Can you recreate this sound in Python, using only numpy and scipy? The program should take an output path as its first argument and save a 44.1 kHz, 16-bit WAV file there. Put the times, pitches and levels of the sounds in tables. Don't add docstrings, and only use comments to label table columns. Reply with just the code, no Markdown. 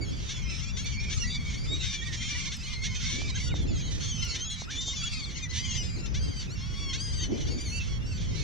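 import sys
import numpy as np
from scipy import signal
from scipy.fft import rfft, irfft, next_fast_len
from scipy.io import wavfile
from scipy.ndimage import uniform_filter1d

SR = 44100
rng = np.random.default_rng(int(sys.argv[2]) if len(sys.argv) > 2 else 0)


def attenuation_scalar(level_db):
    decades = np.asarray(level_db, float) / 20
    return 10 ** decades


def persist_wave(psi):
    counts = np.round(np.clip(psi, -1, 1) * 32767).astype(np.int16)
    wavfile.write(sys.argv[1], SR, np.atleast_2d(counts).T)


N = 371760
T = np.arange(N) / SR

# [t/s, f/Hz, level/dB]
SOLO_SHRILL = [
    [(4.0, 3070, -45), (4.05, 3200, -43.5), (4.104, 3290, -41), (4.132, 3050, -36), (4.164, 3140, -39),
     (4.19, 3010, -40), (4.224, 3116, -41), (4.246, 2960, -39.5), (4.275, 2820, -46)],
    [(4.39, 3030, -37.5), (4.44, 3196, -38), (4.49, 3420, -39.5), (4.546, 3210, -42.5), (4.56, 3150, -53)],
    [(5.58, 2950, -43), (5.62, 2950, -43.5), (5.672, 3430, -44), (5.7, 3195, -41), (5.74, 3310, -41.5),
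     (5.79, 3010, -39), (5.835, 2840, -44)],
    [(3.67, 3580, -49), (3.716, 3470, -50), (3.754, 3360, -57), (3.776, 3200, -42), (3.9, 3300, -55)],
    [(3.335, 2900, -56), (3.363, 3257, -40), (3.389, 2920, -54), (3.425, 2760, -43)],
    [(.45, 5140, -44), (.5, 5240, -40), (.56, 5320, -41.5), (.585, 5250, -41), (.62, 5040, -56)],
    [(.98, 4875, -47), (1.0, 5420, -43), (1.052, 5600, -52), (1.094, 5260, -48), (1.13, 4550, -56)],
    [(7.13, 3060, -54), (7.2, 3190, -43), (7.235, 3140, -39), (7.25, 2984, -35), (7.275, 3020, -54),
     (7.38, 2970, -51), (7.45, 3010, -46)],
    [(6.55, 2770, -54), (6.63, 2770, -56), (6.68, 2580, -60), (6.73, 2520, -59)],
]
SOLO_OPEN = [
    [(7.5, 2200, -41), (7.56, 2250, -51.5), (7.63, 2406, -47), (7.676, 2180, -41), (7.704, 2137, -43.5),
     (7.765, 2340, -49), (7.8, 2314, -50)],
    [(7.575, 2450, -64), (7.619, 3010, -48), (7.663, 3120, -51), (7.69, 3050, -45), (7.8, 3040, -59)],
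    [(5.735, 2380, -45), (5.777, 2446, -46), (5.843, 2544, -41.5), (5.9, 2430, -42.5), (5.955, 2420, -50),
     (5.973, 2014, -45.5), (5.99, 2400, -49), (6.02, 2430, -56)],
    [(2.53, 2900, -50), (2.57, 2540, -50), (2.61, 2430, -53), (2.685, 2460, -57)],
    [(3.765, 2270, -52), (3.787, 2620, -48), (3.825, 2140, -55), (3.87, 2190, -54), (3.93, 2350, -49)],
    [(4.28, 2360, -40), (4.31, 2250, -41), (4.335, 2190, -41), (4.355, 2330, -46)],
]
SOLO_ROUND = [
    [(3.24, 3500, -52), (3.286, 3750, -47), (3.34, 3870, -47), (3.445, 3666, -50), (3.53, 3770, -48.5),
     (3.6, 3570, -49), (3.66, 3320, -51)],
    [(3.37, 3250, -52), (3.396, 2220, -44.5), (3.435, 2240, -42.5)],
    [(3.43, 2450, -59), (3.465, 2800, -58), (3.49, 2915, -52), (3.528, 2174, -46), (3.545, 2000, -40)],
    [(5.225, 4700, -41), (5.249, 4200, -38), (5.26, 3950, -50)],
    [(1.665, 3490, -43), (1.73, 3800, -35), (1.8, 3830, -38.5), (1.83, 3720, -36), (1.87, 3770, -38),
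     (1.93, 3600, -41.5), (2.02, 3210, -42)],
]
SOLO_LOW = [
    [(6.615, 1070, -47), (6.69, 1133, -54), (6.73, 1093, -52), (6.83, 1136, -48.5), (6.92, 1070, -48.5),
     (7.05, 1120, -59)],
    [(7.85, 1164, -59), (7.92, 1116, -51.5), (7.99, 1088, -54)],
    [(8.06, 1510, -56), (8.1, 1540, -57), (8.18, 1497, -53)],
    [(6.483, 1194, -56), (6.52, 1440, -50.5), (6.556, 1530, -55)],
]
SOLO_ARCH = [
    [(6.97, 1440, -46), (7.03, 1647, -42.5), (7.12, 1615, -43.5), (7.23, 1513, -40.5), (7.28, 1390, -50)],
]
SOLO_TWIN = [
    [(.33, 3510, -48), (.41, 3330, -49), (.44, 3220, -58), (.5, 3030, -60)],
    [(4.668, 1200, -51), (4.7, 1540, -47), (4.72, 1950, -46)],
    [(3.335, 1400, -54), (3.365, 1690, -46.5), (3.385, 1440, -47)],
    [(4.75, 3330, -42), (4.79, 3540, -35.5), (4.83, 3680, -39), (4.89, 3620, -35.5), (4.94, 3730, -36)],
    [(4.955, 3560, -41), (5.01, 3300, -38.5), (5.05, 3430, -35.5), (5.09, 3250, -36)],
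    [(5.09, 3530, -50), (5.12, 3300, -50)],
    [(5.635, 3200, -39), (5.69, 2940, -44), (5.76, 2650, -50)],
    [(2.63, 3200, -50), (2.655, 2880, -46), (2.68, 3300, -46), (2.7, 3000, -50)],
]
SOLO_DRONE = [
    [(2.655, 2100, -52), (2.72, 2090, -47), (2.84, 2115, -45), (2.93, 2185, -44), (2.97, 2150, -52)],
    [(3.05, 2180, -44), (3.15, 2224, -42.5), (3.22, 2360, -42.5), (3.29, 2300, -49.5), (3.315, 1950, -41)],
]
SOLO_BURRED = [
    [(4.8, 2880, -48), (4.818, 3080, -38), (4.842, 2910, -42), (4.886, 3242, -39.5), (4.922, 2836, -41.5),
     (4.97, 3090, -40.5), (5.02, 2900, -47)],
    [(4.575, 3000, -50), (4.61, 2900, -47.5), (4.645, 2760, -50)],
]
# [level/dB of partial 1, 2, 3, ..]
SOLO_PARTIALS = [
    (-3, 0, -29.5),
    (-9.5, 0.5, -5, -17.5),
    (0, -13.5, -38),
    (-9.5, -6.5, 2.5, -1.5, -1.5, -13.5, -26, -19),
    (-19.5, -10.5, 2, -9.5, -10, -15.5),
    (0.5, -7.5, -28),
    (0, -11, -12, -32),
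    (-9.5, 0.5, -26),
]
# [t/s, length/s, f/Hz, glide/share of pitch, level/dB]
MELLOW = [(0.36, 0.23, 2400, -0.02, -55), (0.37, 0.15, 1070, -0.072, -51),
          (0.845, 0.12, 2300, -0.027, -48.5), (.96, .1, 2180, 0.0063, -49), (.64, .09, 2400, -.03, -54),
          (0.96, 0.15, 2400, 0.025, -45.5), (1.32, 0.245, 2260, -0.038, -45.5),
          (1.235, 0.069, 1950, 0.056, -43), (1.05, .1, 2300, .01, -49), (2.015, 0.15, 1880, -0.032, -49.5),
          (1.85, 0.24, 2350, -.06, -48), (2.175, .07, 2400, -.02, -46.5), (2.2, 0.107, 2150, .04, -45),
          (2.35, 0.16, 1070, 0.1, -48.5), (2.3, 0.108, 1170, -0.043, -42), (2.4, 0.071, 2400, 0.032, -46.5),
          (4.735, 0.025, 2350, 0.018, -43), (3.456, 0.068, 1437, 0.037, -49.5),
          (3.715, .09, 2050, -0.0043, -58), (5.454, 0.38, 2080, 0.073, -50.5),
          (9, 0.049, 2300, -0.143, -50.5), (7.72, 0.121, 2700, 0.032, -46.5),
          (0.011, 0.044, 2230, -0.017, -48)]
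ROUND = [(1.305, 0.068, 1180, -0.017, -41), (1.375, .1, 1115, 0.0016, -53),
         (1.3, 0.062, 3720, -0.052, -45.5), (2.17, .14, 3200, -.01, -45.5), (3.815, .09, 3900, -.04, -52),
         (3.82, .09, 3030, 0.087, -54), (2.73, .06, 4150, -0.056, -44), (8.36, 0.072, 4150, 0.076, -50.5),
         (1.853, 0.11, 1200, -0.04, -47.5), (3.475, 0.038, 3400, 0.15, -49.5),
         (4.49, 0.076, 3330, -0.042, -42.5), (4.002, 0.11, 1080, -0.012, -49),
         (4.495, 0.14, 3900, -0.04, -50), (6.9, 0.051, 3200, 0.109, -44.5),
         (.685, 0.029, 2750, 0.016, -51.5)]
OPEN = [(.095, 0.22, 2380, -.03, -56), (.82, .2, 2230, .03, -52), (0.013, 0.044, 2280, -0.086, -45),
        (0.044, .06, 3340, -0.06, -53.5), (1.571, 0.15, 2390, 0.072, -50), (4.32, 0.053, 2900, 0.053, -52),
        (4.99, 0.235, 2350, -0.012, -45.5), (5.56, 0.14, 2380, 0.05, -47.5),
        (6.193, 0.24, 1580, -0.051, -45.5), (8.2, 0.09, 1127, -0.054, -57), (7.7, 0.093, 1480, 0.11, -46),
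        (1.275, 0.041, 2330, -0.03, -44), (1.18, .03, 2150, .08, -47), (1.335, .04, 2280, -.1, -49),
        (7.45, .18, 2370, .04, -50.5), (4.6, .05, 2100, 0.057, -50)]
SHRILL = [(1.2, 0.065, 3000, -0.029, -46), (4.5, 0.051, 4200, 0.026, -48), (.772, 0.1, 3260, 0.0081, -51.5),
          (.5, .13, 3080, -.01, -56), (2.165, 0.15, 1385, -0.05, -48.5), (3.04, 0.115, 2900, 0.066, -47),
          (1.122, 0.04, 3150, .01, -45), (3.4, .09, 1140, .03, -48), (7.0, 0.05, 3170, 0.02, -47.5)]
BILL_HZ = (2400, 3935, 4820, 5700)
# [t/s, peak level/dB, length/s]
HOARSE_SQUAWKS = [(0.2092, -34.5, 0.11), (0.2917, -26.5, 0.051), (0.86, -28.5, 0.051), (1.4996, -31, 0.074),
                  (1.8466, -28, 0.042), (2.1244, -22, 0.034), (2.5194, -23, 0.039), (2.8384, -21, 0.048),
                  (2.9494, -28, 0.035), (3.059, -27, 0.11), (3.5494, -29.5, 0.068), (3.91, -31, 0.07),
                  (4.2489, -44, 0.054), (4.3489, -24.5, 0.058), (4.7047, -24, 0.071),
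                  (5.2983, -35.5, 0.055), (5.528, -23.5, 0.076), (6.06, -33.5, 0.027), (6.41, -28.5, 0.052),
                  (6.5694, -35.5, 0.066), (7.235, -31.5, 0.039), (7.375, -37, 0.022), (7.4066, -29, 0.031),
                  (5.70, -30, .03), (5.83, -31, 0.045), (7.8, -33, 0.057), (1.93, -31, 0.036),
                  (2.3, -33, .04), (8.176, -31.5, 0.072), (8.345, -34.5, 0.1)]
CLEAR_SQUAWKS = [(0.7693, -25, 0.051), (2.455, -27.5, 0.036), (3.3508, -31, 0.084), (3.777, -33.5, 0.049),
                 (6.1456, -24.5, 0.043), (6.9327, -21, 0.039), (7.47, -27, 0.03), (7.235, -30, .03)]
SCREAMS = [(1.1, -23.5, 0.06), (1, -27.5, 0.07), (1.8, -30.5, 0.21), (2.2, -29.5, 0.21), (3, -28.5, .05),
           (3, -29.5, 0.24), (0.5, -30.5, 0.092), (4, -33, 0.11), (4.5, -32.5, 0.085), (5, -35, .05),
           (5, -32, 0.11), (3.0, -32, .16), (2.32, -35, 0.089), (4, -32, .08), (7.5, -41.5, 0.18)]
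# [f/Hz, width/Hz, level/dB]
THROAT = [(2154, 1115, -6), (3637, 514, 1), (4324, 444, -0.5), (5945, 1120, -1)]
# [f/Hz, level/dB]
GAPE = [(1500, -1), (2200, 1.5), (2650, -2), (3250, 3), (4200, 1.5), (4950, -5), (5800, 3), (7400, -2)]
# [t/s, level/dB]
CHORUS = [(0.0, -48), (1.24, -39.5), (1.62, -42.5), (1.9, -40.5), (2.79, -39.5), (2.98, -39), (3.3, -41),
          (3.57, -48), (3.83, -43.5), (4.25, -38), (4.69, -46), (4.95, -38), (5.4, -41), (5.75, -40),
          (5.96, -49), (6.88, -47), (7.0, -45), (8.3, -48), (8.43, -35.5)]
# [t/s, left minus right level/dB]
BEARING = [(0.0, -0.5), (2.02, -0.5), (2.39, -1.5), (2.74, 0), (3.12, -1.5), (6.17, 3), (6.24, 0),
           (6.81, 1.5), (7.16, 2), (7.3, 0.5), (7.84, -1), (7.98, -6), (8.03, 0), (8.43, -4)]
# [t/s, level/dB, left minus right level/dB]
WIND = [(0.0, -42, -2.5), (0.33, -49.5, 5), (1.74, -44.5, 0.5), (1.85, -47.5, 10), (1.95, -54.5, -3),
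        (2.13, -50, 1), (2.79, -52, 1.5), (3.64, -40.5, 0.5), (4.53, -55, -3), (5.71, -51, -6.5),
        (5.75, -46.5, -5.5), (6.1, -46, 3.5), (6.17, -45, 1.5), (6.76, -50.5, -1.5), (7.49, -38.5, 3.5),
        (7.61, -49, 1), (8.19, -43.5, -1.5), (8.43, -40.5, 4.5)]
# [f/Hz, level/dB per Hz]
WIND_COLOUR = [(14, -24), (54, -8.5), (103, -9), (170, -8.5), (260, -6.5), (500, -24.5), (900, -41.5),
               (1980, -98.5)]
# [t/s, length/s, extra level/dB of the upper edge]
BUFFETS = [(7.33, 0.047, 7.5), (7.57, 0.037, 8), (1.73, 0.042, 5), (3.22, 0.042, 4.5), (4.35, .1, 5),
           (4.75, 0.12, 5), (2.51, 0.36, 2), (6.52, .04, 3.5)]
# [f/Hz, level/dB per Hz]
SEA_COLOUR = [(290, -19.5), (940, -10.5), (1900, -10.5), (6180, -24), (7780, -34.5), (10100, -30.5),
              (12000, -31.5), (17100, -14.5)]
# [t/s, peak level/dB]
WAVELETS = [
    (3.218, -31.5),
    (3.541, -27),
    (4.62, -29.5),
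    (4.883, -33),
]
# [t/s, peak level/dB]
TACKLE = [
    (.845, -41),
    (1.85, -47),
    (2.569, -37),
    (4.249, -32),
]
# [f/Hz, level/dB]
WIDTH = [(100, 0), (400, -4), (1200, 1), (2200, 7), (5000, 0.5), (9000, 13.5), (12000, -1.5)]


def level(x, db):
    return x * attenuation_scalar(db) / np.sqrt(np.mean(x ** 2))


def colour(x, points):
    hz, db = np.transpose(points)
    size = next_fast_len(N, True)
    f = np.arange(size // 2 + 1) * SR / size + 1
    gain = attenuation_scalar(np.interp(np.log(f), np.log(hz), db))
    return irfft(rfft(x, size) * gain, size)[..., :N]


def walk(rate, size=N):
    hold = max(int(SR / rate), 2)
    steps = np.repeat(rng.standard_normal(size // hold + 1), hold)
    return 1.3 * uniform_filter1d(uniform_filter1d(steps, hold), hold)[:size]


def lean(points):
    return attenuation_scalar(np.outer([.5, -.5], np.interp(T, *np.transpose(points))))


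def add(out, x, s, pan_db):
    db_per_sample = 3
    for c, sign in enumerate((1, -1)):
        i = int(s * SR) + max(int(-sign * pan_db / db_per_sample), 0)
        out[c, i:i + len(x)] += x[:N - i] * attenuation_scalar(sign * pan_db / 2)


def voice(hz, partials, waver, flutter_db):
    size = len(hz)
    phase = 2 * np.pi * np.cumsum(hz * (1 + waver * walk(180, size=size))) / SR
    stack = sum(attenuation_scalar(db) * np.sin(k * phase + k * k) for k, db in partials)
    to_edge = np.minimum(np.arange(size), np.arange(size)[::-1])
    fade = np.clip(to_edge / (0.0099 * SR), 0, 1)
    return np.sqrt(2) * stack * fade * attenuation_scalar(flutter_db * walk(62.1, size=size))


def throat(x):
    out = 0
    for k, (hz, width, db) in enumerate(THROAT):
        edges = (hz - width / 2, hz + width / 2)
        band = signal.butter(1, edges, "band", fs=SR, output="sos")
        out = out + (-1) ** k * attenuation_scalar(db) * signal.sosfilt(band, x)
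    return out


def soloists():
    out = np.zeros((2, N))
    kinds = (SOLO_SHRILL, SOLO_OPEN, SOLO_ROUND, SOLO_LOW, SOLO_ARCH, SOLO_TWIN, SOLO_DRONE, SOLO_BURRED)
    for cries, dbs in zip(kinds, SOLO_PARTIALS):
        for cry in cries:
            s, hz, db = np.transpose(cry)
            t = np.arange(s[0], s[-1], 1 / SR)
            pitch = uniform_filter1d(np.interp(t, s, hz), size=400, mode="nearest")
            partials = list(enumerate(dbs, 1))
            if hz.max() > 4500:
                partials = [(1, 0)]
            if cries is SOLO_BURRED:
                partials += [(k / 6, -8) for k in (7, 8, 9, 10, 11, 13, 14)]
            sung = voice(pitch, partials, waver=0.0041, flutter_db=2.5)
            add(out, sung * attenuation_scalar(np.interp(t, s, db)), s[0], 0)
    return out


def near_birds():
    below_db_oct, above_db_oct, scatter_db = 17, 23, 2.5
    sag, swell = .05, 0.11
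    warble, warble_hz = 0.01294, 36.3
    out = np.zeros((2, N))
    for cries, bill_hz in zip((MELLOW, ROUND, OPEN, SHRILL), BILL_HZ):
        mellow = bill_hz < 3000
        chances = rng.standard_normal((len(cries), 12))
        for (s, length, hz, glide, db), chance in zip(cries, chances):
            u = np.linspace(0, 1, int((length + 0.01095) * SR))
            arch = glide * (u - .5) - sag * (2 * u - 1) ** 4
            pitch = hz * (1 + arch + warble * (hz > 2800) * walk(warble_hz, size=len(u)))
            k = np.arange(1, int(10800 / hz) + 1)
            octaves = np.log2(k * hz / bill_hz)
            dbs = np.where(octaves > 0, -above_db_oct, below_db_oct) * octaves
            dbs = dbs - dbs.max() + scatter_db * chance[k] * (dbs < dbs.max())
            cry = voice(pitch, zip(k, dbs), waver=0.00753 + 0.0079 * mellow, flutter_db=2.5 + 0.98 * mellow)
            cry = cry * np.sin(np.pi * u) ** swell
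            add(out, cry * attenuation_scalar(db + 2.0), max(s - .006, 0), 2.4 * chance[0])
    return out


def squawks():
    pulse_hz = 564
    out = np.zeros((2, N))
    kinds = ((HOARSE_SQUAWKS, .05, 2.5, .35, -.2),
             (CLEAR_SQUAWKS, .008, 1.5, .12, -.3),
             (SCREAMS, .05, 3.5, .35, -.5))
    for rows, waver, flutter_db, rasp, tilt_db in kinds:
        partials = [(k, tilt_db * (k - 6)) for k in range(3, 18)]
        for (s, db, length), side in zip(rows, rng.standard_normal((len(rows), 2))):
            u = np.linspace(0, 1, int(1.5 * length * SR))
            rise = .86 + .2 * np.sin(2.2 * u)
            pitch = pulse_hz * (1 + .04 * side[1]) * rise * (1 + waver * walk(700, size=len(u)))
            pulses = voice(pitch, partials, waver / 3, flutter_db)
            pulses = pulses * (1 + rasp * rng.standard_normal(len(u)))
            add(out, pulses * np.sin(np.pi * u ** 0.54) * attenuation_scalar(db - 19.0), max(s - .008, 0), 3.3 * side[0])
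    return colour(throat(out), GAPE)


def chorus(count=470):
    out = np.zeros((2, N))
    for when, high, tune, long, bend, loud, side, hoarse in rng.random((count, 8)):
        u = np.linspace(0, 1, int((.05 + .17 * long ** 2) * SR))
        register_hz = 1050 + 500 * tune ** 2 if high < .6 else 2100 + 1400 * tune
        hz = register_hz * (1 + .2 * (u * (1 - u) * 4 - 1) * bend - .06 * u)
        top = hz.max()
        partials = [(k, -14 * rng.random() - top * k / 1400.0) for k in range(1, int(9000 / top) + 1)]
        cry = voice(hz, partials, 0.00513 + 0.045 * hoarse ** 2, 4.5)
        add(out, cry * np.sin(np.pi * u) ** .5 * attenuation_scalar(-4 * loud), when * (N - 1) / SR, 13 * (side - .5))
    blur = level(rng.standard_normal(N) * attenuation_scalar(3.0 * walk(9)), -7)
    out = throat(level(out, 0) + blur)
    return level(out, -0.98) * attenuation_scalar(np.interp(T, *np.transpose(CHORUS)))


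def wind():
    calm_db, split_hz = -50, 130
    rumble_db, rumble_share = -32 + 1.5, 0.71
    edge_db, edge_share = -45.5 + 7.0, 0.95
    s, db, pan_db = np.transpose(WIND)
    gust = np.interp(T, s, db) - calm_db
    below = signal.butter(2, split_hz, fs=SR, output="sos")
    above = signal.butter(2, split_hz, "high", fs=SR, output="sos")
    rumble, edge = np.zeros((2, N)), np.zeros((2, N))
    puffs = walk(11)
    for c in range(2):
        noise = colour(rng.standard_normal(N), WIND_COLOUR)
        rumble[c] = signal.sosfilt(below, noise) * attenuation_scalar(0.9 * puffs + 1.1 * walk(5.4))
        edge[c] = signal.sosfilt(above, noise) * attenuation_scalar(1.6 * puffs + 2.4 * walk(30))
    edge[1] -= 0.4 * edge[0]
    buffet_db = sum(extra * np.exp(-((T - at) / length) ** 2) for at, length, extra in BUFFETS)
    both = level(rumble, rumble_db) * attenuation_scalar(rumble_share * gust)
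    both = both + level(edge, edge_db) * attenuation_scalar(edge_share * gust + buffet_db)
    both[1] -= 0.16 * both[0]
    return both * lean(np.transpose([s, pan_db]))


def sea():
    out = level(colour(rng.standard_normal((2, N)), SEA_COLOUR), -50) * attenuation_scalar(0.46 * walk(4.4))
    lowpass = signal.butter(2, 1800, fs=SR, output="sos")
    out[1] -= 0.31 * signal.sosfilt(lowpass, out[0])
    t = np.arange(600) / SR
    for s, db in WAVELETS:
        ring = np.sin(2 * np.pi * 800 * t) * np.exp(-t / 0.00069)
        splash = 0.066 * rng.standard_normal(600) * np.exp(-t / 0.00099)
        add(out, (ring + splash) * attenuation_scalar(db + 5), s, 0)
    for s, db in TACKLE:
        burst = rng.standard_normal(600) * np.exp(-t / 0.0011)
        add(out, np.diff(np.diff(burst)) * attenuation_scalar(db - 2.5), s, 0)
    return out


def scene():
    birds = (soloists() + near_birds() + squawks() + chorus()) * lean(BEARING)
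    mirror = np.array([np.roll(birds[0], 61), np.roll(birds[1], 97)])
    return birds + 0.064 * mirror + wind() + sea()


def drop_masked_treble(x):
    drop_hz, drop_db, drop_db_oct = 7600, -21, 30
    f, _, z = signal.stft(x, SR, nperseg=1024)
    patch = uniform_filter1d(np.abs(z).mean(axis=0), size=9, axis=0)
    patch = uniform_filter1d(patch, size=3, axis=1)
    patch = np.repeat(patch[::8], 8, axis=0)[:len(f)]
    calls = patch[(f > 1800) & (f < drop_hz)].mean(axis=0)
    calls = calls + attenuation_scalar(-23) * patch[(f > 200) & (f < 500)].mean(axis=0)
    octaves = np.log2(np.maximum(f, drop_hz) / drop_hz)
    mask = attenuation_scalar(drop_db - drop_db_oct * octaves) * (f > drop_hz)
    return signal.istft(z * (patch > np.outer(mask, calls)), SR, nperseg=1024)[1][:, :N]


def top_cut(x):
    return signal.sosfilt(signal.butter(12, 15650, fs=SR, output="sos"), x)


def record(dry):
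    mid = (dry[0] + dry[1]) / 2
    side = colour((dry[0] - dry[1]) / 2, WIDTH)
    # (f/Hz, level/dB)
    housing = [(20, -2.5), (6600, -1.0), (7600, -5.5), (9500, -8.0), (11000, -8.5), (15000, -15), (16000, -66.5)]
    mix = drop_masked_treble(colour(np.array([mid + side, mid - side]), housing))
    return top_cut(mix)


dry = scene()
out = record(dry)
persist_wave(out)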